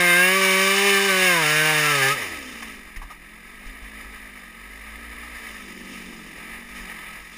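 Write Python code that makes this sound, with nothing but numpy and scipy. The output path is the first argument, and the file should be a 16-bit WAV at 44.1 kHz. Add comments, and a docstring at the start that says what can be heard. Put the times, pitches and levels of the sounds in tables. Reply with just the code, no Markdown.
"""A two-stroke chainsaw, heard from a camera on its user, labours through a fibrous palm trunk, bogs down
and is let off. It runs down to a hunting idle, at times firing raggedly, while the cut log is kicked
away and rolls on the soil. Periodic firing excites the muffler at harmonics of the crankshaft speed;
piston, chain and cutters add noise by impact and friction. Air rumbles faintly."""
import sys
import numpy as np
from scipy import signal
from scipy.fft import rfft, irfft
from scipy.io import wavfile
from scipy.ndimage import uniform_filter1d

SR = 44100
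rng = np.random.default_rng(int(sys.argv[2]) if len(sys.argv) > 2 else 0)


def pcm_store(signal):
    """Save signal as 16-bit PCM."""
    levels = np.round(np.clip(np.atleast_2d(signal), -1, 1) * 32767)
    wavfile.write(sys.argv[1], SR, levels.astype(np.int16).T)


N = 325017
TIME = np.arange(N) / SR
FULL_HZ, IDLE_HZ = 180, 45  # reference crankshaft speeds
THROTTLE_OFF_S, RUN_DOWN_S = 2.135, .165
FLAT = [(1000, 0)]  # uniform response: frequency_hz, gain_db

# crankshaft speed in the cut and at idle: time_s, speed_hz
CUT_SPEED = [(0.0, 177.8), (0.13, 174.1), (0.37, 192.4), (0.54, 189.3), (0.86, 200.1), (0.96, 196.4),
             (1.06, 198), (1.13, 188.6), (1.25, 185.2), (1.33, 175), (1.45, 150.4), (1.67, 155.6),
             (1.9, 147.9), (2.03, 132.7), (2.09, 135.3), (2.13, 144.2)]
IDLE_SPEED = [(2.7, 51.6), (3.02, 38.05), (3.49, 46.16), (3.62, 51.65), (3.78, 53.63), (4.21, 53.3),
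              (4.52, 44.14), (4.72, 51.1), (5.07, 58.7), (5.38, 59.1), (5.74, 46.4), (5.93, 48.78),
              (6.32, 41.66), (6.76, 49.7), (7.02, 41.1), (7.37, 45.2)]
def crankshaft():
    """Rotational inertia: off the throttle, the speed relaxes exponentially to the hunting idle."""
    cut = np.interp(TIME, *np.transpose(CUT_SPEED))
    idle = np.interp(TIME, *np.transpose(IDLE_SPEED))
    return idle + (cut - idle) * np.exp(-np.maximum(TIME - THROTTLE_OFF_S, 0) / RUN_DOWN_S)

# exhaust harmonics at FULL_HZ: order, relative_db, growth_db_per_octave
FIRING = [(1, 2, 1.5), (2, 4, 25), (3, 1.5, 2.5), (4, -1.5, 3), (5, -8, -2.5), (6, -3.5, 0), (7, -7, -5.5)]
# muffler resonances and hollows under load: centre_hz, width_hz, gain_db
PIPE = [(400, 10, 3.5), (582, 240, 2.5), (592.2, 11.4, -10.5), (764.3, 18.4, -29), (1180, 25, 11.5),
        (1430, 230, -10)]
def loaded_exhaust(turns, octaves):
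    """Source and filter: firing harmonics slide across the muffler's fixed resonances."""
    orders = [(k, db + growth_db * octaves) for k, db, growth_db in FIRING]
    return undb(-27) * colour(tones(turns, orders, flutter_db=.5), FLAT, PIPE)

# sprocket harmonics: order, relative_db
SPROCKET = [(6, -5), (9, 1.5), (12, -.5), (15, -9), (18, -19), (21, -16.5)]
# resonances and a hollow of the sprocket cover: centre_hz, width_hz, gain_db
COVER = [(1300, 200, 7), (1417, 110, -12), (1600, 130, 5), (2090, 50, 5.5), (2298, 260, 6),
         (2730, 105, 9.5), (3674, 130, 11)]
# the sprocket's whine swells briefly: start_s, length_s, rise_db
SQUEALS = [(-.1, 0.478, 6), (.42, 0.26, 1.5), (.84, .14, 5.5), (1.21, .19, 4), (1.85, .2, 0.5)]
def sprocket_whine(turns):
    """Resonance: each sprocket harmonic flares as it crosses a mode of the cover."""
    whine = colour(tones(turns + .0046 * walk(45.1), SPROCKET, flutter_db=3), FLAT, COVER)
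    return undb(-27.5 + spells(SQUEALS, edge_s=.057)) * whine

# drive links meeting the sprocket: order, relative_db
MESH = [(5, 3), (6, 2), (8, -2.5), (10, 0.5), (11, -1.5), (13, 3.5), (15, 1), (16, -1.5), (18, 6.5),
        (21, -16)]
# resonances and hollows of the guide bar: centre_hz, width_hz, gain_db
BAR = [(1180, 210, 1), (1606, 150, 9), (2460, 89, -5.5), (2725, 37, 7), (3410, 420, -25), (3500, 180, -9)]
# peaks and hollows of the camera's microphone, on saw and bark alike: centre_hz, width_hz, gain_db
MIC_COLOUR = [(1244, 155, 5.5), (1414, 239, -14), (2327, 230, 3.5), (3300, 203, -13.5), (3690, 140, 3),
              (4287, 1190, -9.5), (5300, 340, 2), (5640, 150, 2.5), (5970, 650, -6)]
# spectra of the loaded machine and of the chain sliding in its groove: frequency_hz, gain_db
LOADED = [(100, -33), (400, -21), (700, -23), (1100, -5.5), (1700, 0.5), (2800, -5.5), (4200, -7.5),
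          (6000, -16.5)]
SLIDE = [(300, -17.5), (1000, 2), (3000, 11), (4500, 6), (6000, 2.5)]
# the cutters bite into the trunk: start_s, length_s, rise_db
BITES = [(.36, .58, 11), (.94, 0.26, 6.5), (1.18, 0.17, 11), (1.37, 0.84, 9)]
def cutting(turns, octaves):
    """Forced vibration: chain links drive the bar, while the piston knocks and cutters tear fibre."""
    snatching_turns = turns + .008 * walk(59.8)
    whine = colour(tones(snatching_turns, MESH, flutter_db=4), FLAT, BAR)
    knock = colour(ring(pulses(turns, scatter_db=2), decay_s=.0056), LOADED, MIC_COLOUR)
    links = 3 * turns
    tearing = colour(rattle(links, depth=.087, grain_db=.5), LOADED, MIC_COLOUR)
    rasp = colour(rattle(turns, depth=.023, grain_db=.5), SLIDE, MIC_COLOUR)
    clatter = undb(-5) * whine + undb(-1.5) * knock + undb(-2 + .27 * walk(15)) * tearing
    rasp_db = -33.5 + spells(BITES, edge_s=.16) + walk(21.863)
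    return undb(-22 + 2.5 * octaves) * clatter + undb(rasp_db) * rasp

# exhaust harmonics at idle: order, relative_db
PUTTER = [(2, -15), (3, -13.5), (4, -1), (5, -4), (6, -27), (7, -8), (8, -9), (9, -12.5), (11, -14)]
# muffler resonances and a hollow at idle: centre_hz, width_hz, gain_db
BOOM = [(167, 50, -2), (237, 120, 6.5), (470, 192, 4)]
# muffler's noise spectrum at idle: frequency_hz, gain_db
MUFFLER = [(60, -35), (130, -14.5), (225, 2.5), (330, -1.5), (480, -12), (1200, -30.5), (4000, -78)]
# ragged firing: start_s, length_s, putter_rise_db, burble_rise_db
RAGGED = [(2.0, 0.44, 5, 2), (2.2, 0.65, 4, 7.5), (5.55, 1, 7.5, 12), (6.68, 0.35, 7, 5)]
def idle_exhaust(turns, octaves):
    """Acoustic filtering: the muffler shapes uneven firing into a tonal putter and a noisy burble."""
    putter_db, burble_db = spells(RAGGED, edge_s=.34) + 4.5 * octaves
    putter = colour(tones(turns + .011 * walk(25), PUTTER, flutter_db=1.5), FLAT, BOOM)
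    burble = colour(rattle(turns, depth=.24, grain_db=1), MUFFLER)
    return undb(-54 + putter_db) * putter + undb(-60 + burble_db) * burble

# spectrum of the idling machine: frequency_hz, gain_db
COASTING = [(100, -19.5), (700, -13.5), (1100, -10.5), (1900, 0.5), (2800, -11), (4200, -13), (6000, -26.5)]
# modes of the loose clutch and chain: centre_hz, width_hz, gain_db
CLUTCH = [(1294, 86, 7), (2010, 94, 2.5), (3510, 93, 3.5), (4930, 200, 7)]
# the clutch catches; the chain creeps round the bar: start_s, length_s, rise_db
CATCHES = [(5.22, 0.37, 1.5), (5.9, .22, 2), (6.36, .24, 6.5), (6.78, .42, 6.5)]
CREEPS = [(2.05, 0.75, 16), (5.36, 1.08, 14), (6.62, 0.31, 14), (7.22, .3, 15.5)]
def clutch_and_chain(turns, octaves):
    """Impact and friction: the loose clutch rattles and the sliding chain hisses."""
    bells = list(MIC_COLOUR) + list(CLUTCH)
    clutch = colour(rattle(turns, depth=.15, grain_db=1) * undb(.97 * walk(28)), COASTING, bells)
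    chain = colour(rattle(turns, depth=.047, grain_db=2), SLIDE, bells)
    clutch_db = -44 + spells(CATCHES, edge_s=.15) + 10 * octaves
    chain_db = -59.5 + spells(CREEPS, edge_s=.26) + 8 * octaves
    return undb(clutch_db) * clutch + undb(chain_db) * chain

# the shaking reaches the camera more strongly: start_s, length_s, rise_db
SHAKES = [(3.7, 0.58, 6), (4.6, 0.75, 8)]
def shake(turns, octaves):
    """Vibration transmission: the idling saw shakes the camera once a turn."""
    return undb(-56 + spells(SHAKES, edge_s=.13) + 5 * octaves) * unit(np.sin(2 * np.pi * turns))

# bark and dry fibre crunching: start_s, level_db, centre_hz, span_s
CRUNCHES = [(2.21, -29, 1956, .03), (2.622, -32, 1678, 0.014), (2.959, -35.5, 1970, 0.014),
            (3.014, -39, 1231, 0.023), (3.099, -38, 1220, 0.022), (3.661, -50, 3580, 0.016),
            (5.88, -44, 3005, 0.11), (6.757, -42.5, 2424, .025)]
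# thumps of boot, log and handling: start_s, level_db, pitch_hz, decay_s
THUMPS = [(2.968, -26, 32.4, 0.047), (3.039, -32, 44.7, 0.033), (3.661, -28.5, 36, 0.035),
          (3.82, -35, 45.4, .06), (6.03, -46.5, 38.3, 0.026), (6.805, -33, 39.6, 0.025)]
def log_moving():
    """Transient excitation: crushed fibres give noise bursts, heavy blows give damped sinusoids."""
    out = np.zeros(N)
    for start_s, db, hz, span_s in CRUNCHES:
        age = 2 * np.maximum(TIME - start_s, 0) / span_s  # the burst peaks at age 1
        spectrum = [(hz / 4, -24), (hz, 0), (hz * .92, -1), (hz * 2.1, -14), (hz * 6, -25)]
        fibres = colour(rng.standard_normal(N) * undb(1.35 * walk(700)), spectrum, MIC_COLOUR)
        out += undb(db) * fibres * age * np.exp(1 - age)
    for start_s, db, hz, decay_s in THUMPS:
        age_s = np.maximum(TIME - start_s, 0)
        out += undb(db) * np.sin(2 * np.pi * hz * age_s) * np.exp(-age_s / decay_s)
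    return out

def breeze():
    """Turbulence: moving air makes a low, wavering rumble on the camera."""
    spectrum = [(8, .5), (25, 4), (50, 6), (90, -16), (2000, -96)]
    return undb(-53.5 + 3.1 * walk(9.2)) * colour(rng.standard_normal(N), spectrum)

def tones(turns, orders, flutter_db):
    """Harmonic series: partials locked to the crankshaft, each fluttering on its own."""
    return unit(sum(undb(db + flutter_db * walk(12)) * np.sin(2 * np.pi * (k * turns + rng.random()))
                    for k, db in orders))

def pulses(turns, scatter_db):
    """Impulse train: a click of random size each turn, with equal power at any speed."""
    at = np.flatnonzero(np.diff(np.floor(turns)) > 0)
    step = turns[at + 1] - turns[at]
    early = turns[at + 1] % 1 / step  # share of the click in the earlier sample
    size = undb(scatter_db * rng.standard_normal(len(at))) / np.sqrt(step)
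    out = np.zeros(N)
    out[at] += size * early
    out[at + 1] += size * (1 - early)
    return unit(out)

def rattle(turns, depth, grain_db):
    """Amplitude modulation: grainy noise swells once a cycle."""
    swell = np.exp(depth * np.cos(2 * np.pi * turns))
    return unit(rng.standard_normal(N) * swell * undb(grain_db * walk(900)))

def ring(x, decay_s, size=2048):
    """Modal overlap: countless small casing modes smear each blow into decaying noise."""
    return signal.oaconvolve(x, rng.standard_normal(size) * np.exp(-TIME[:size] / decay_s))[:N]

def colour(x, points, bells=(), size=8192):
    """Minimum-phase filtering: a broad spectrum with bell-shaped peaks and hollows; unit RMS out."""
    f = np.maximum(np.fft.rfftfreq(size, 1 / SR), 1)
    hz, db = np.transpose(points)
    db = np.interp(np.log(f), np.log(hz), db)
    for centre, width, gain in bells:
        db = db + gain * .5 ** ((2 * (f - centre) / width) ** 2)
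    cepstrum = irfft(np.log(undb(db)))
    cepstrum[1:size // 2] *= 2
    cepstrum[size // 2 + 1:] = 0
    response = irfft(np.exp(rfft(cepstrum)))
    return unit(signal.oaconvolve(x, response)[:N])

def spells(table, edge_s):
    """Trapezoidal envelopes: each row's rise fades in, holds and fades out; overlaps add."""
    start, length, *rises = np.transpose(table)
    inside_s = np.minimum(TIME - start[:, None], (start + length)[:, None] - TIME)
    return np.squeeze(np.array(rises) @ np.clip(.5 + inside_s / edge_s, 0, 1))

def walk(rate_hz):
    """Smooth random fluctuation of unit RMS."""
    k = int(SR / rate_hz)
    return unit(uniform_filter1d(np.repeat(rng.standard_normal(N // k + 1), k), k)[:N])

def undb(db):
    return 10 ** (np.asarray(db) / 20)

def unit(x):
    return x / np.sqrt(np.mean(x ** 2))

def scene():
    """Superposition: one crankshaft drives the saw from load to idle, over the log and the breeze."""
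    hz = crankshaft()
    turns = np.cumsum(hz) / SR
    load_octaves, idle_octaves = np.log2(hz / FULL_HZ), np.log2(hz / IDLE_HZ)
    throttle = .5 - .5 * np.tanh((TIME - THROTTLE_OFF_S) / .027)
    loaded = loaded_exhaust(turns, load_octaves) + sprocket_whine(turns) + cutting(turns, load_octaves)
    idling = sum(part(turns, idle_octaves) for part in (idle_exhaust, clutch_and_chain, shake))
    saw = throttle * loaded + (1 - throttle) * idling
    # the camera is held stiller while the saw cuts
    return np.tile(saw + log_moving() + undb(-6 * throttle) * breeze(), (2, 1))

HOLD_HZ, TOP_HZ, IMAGE_LAG_S = 12000, 15000, .002
def record(dry):
    """Spectral imaging: a slow sample-and-hold mirrors the sound faintly into the treble, up to TOP_HZ."""
    bins = np.arange(N // 2 + 1)
    period = round(HOLD_HZ * N / SR)
    offset = bins - period * np.round(bins / period).astype(int)
    source = rfft(dry)[:, np.abs(offset)]
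    held = np.where(offset < 0, np.conj(source), source) * offset / np.maximum(bins, 1)
    lag_s = IMAGE_LAG_S * (2 * bins // period)  # each image lags the one below it
    mirrored = irfft(held * np.exp(-2j * np.pi * np.fft.rfftfreq(N, 1 / SR) * lag_s), N)
    return signal.sosfilt(signal.ellip(10, .2, 80, TOP_HZ, fs=SR, output="sos"), mirrored)

dry = scene()
out = record(dry)
pcm_store(out)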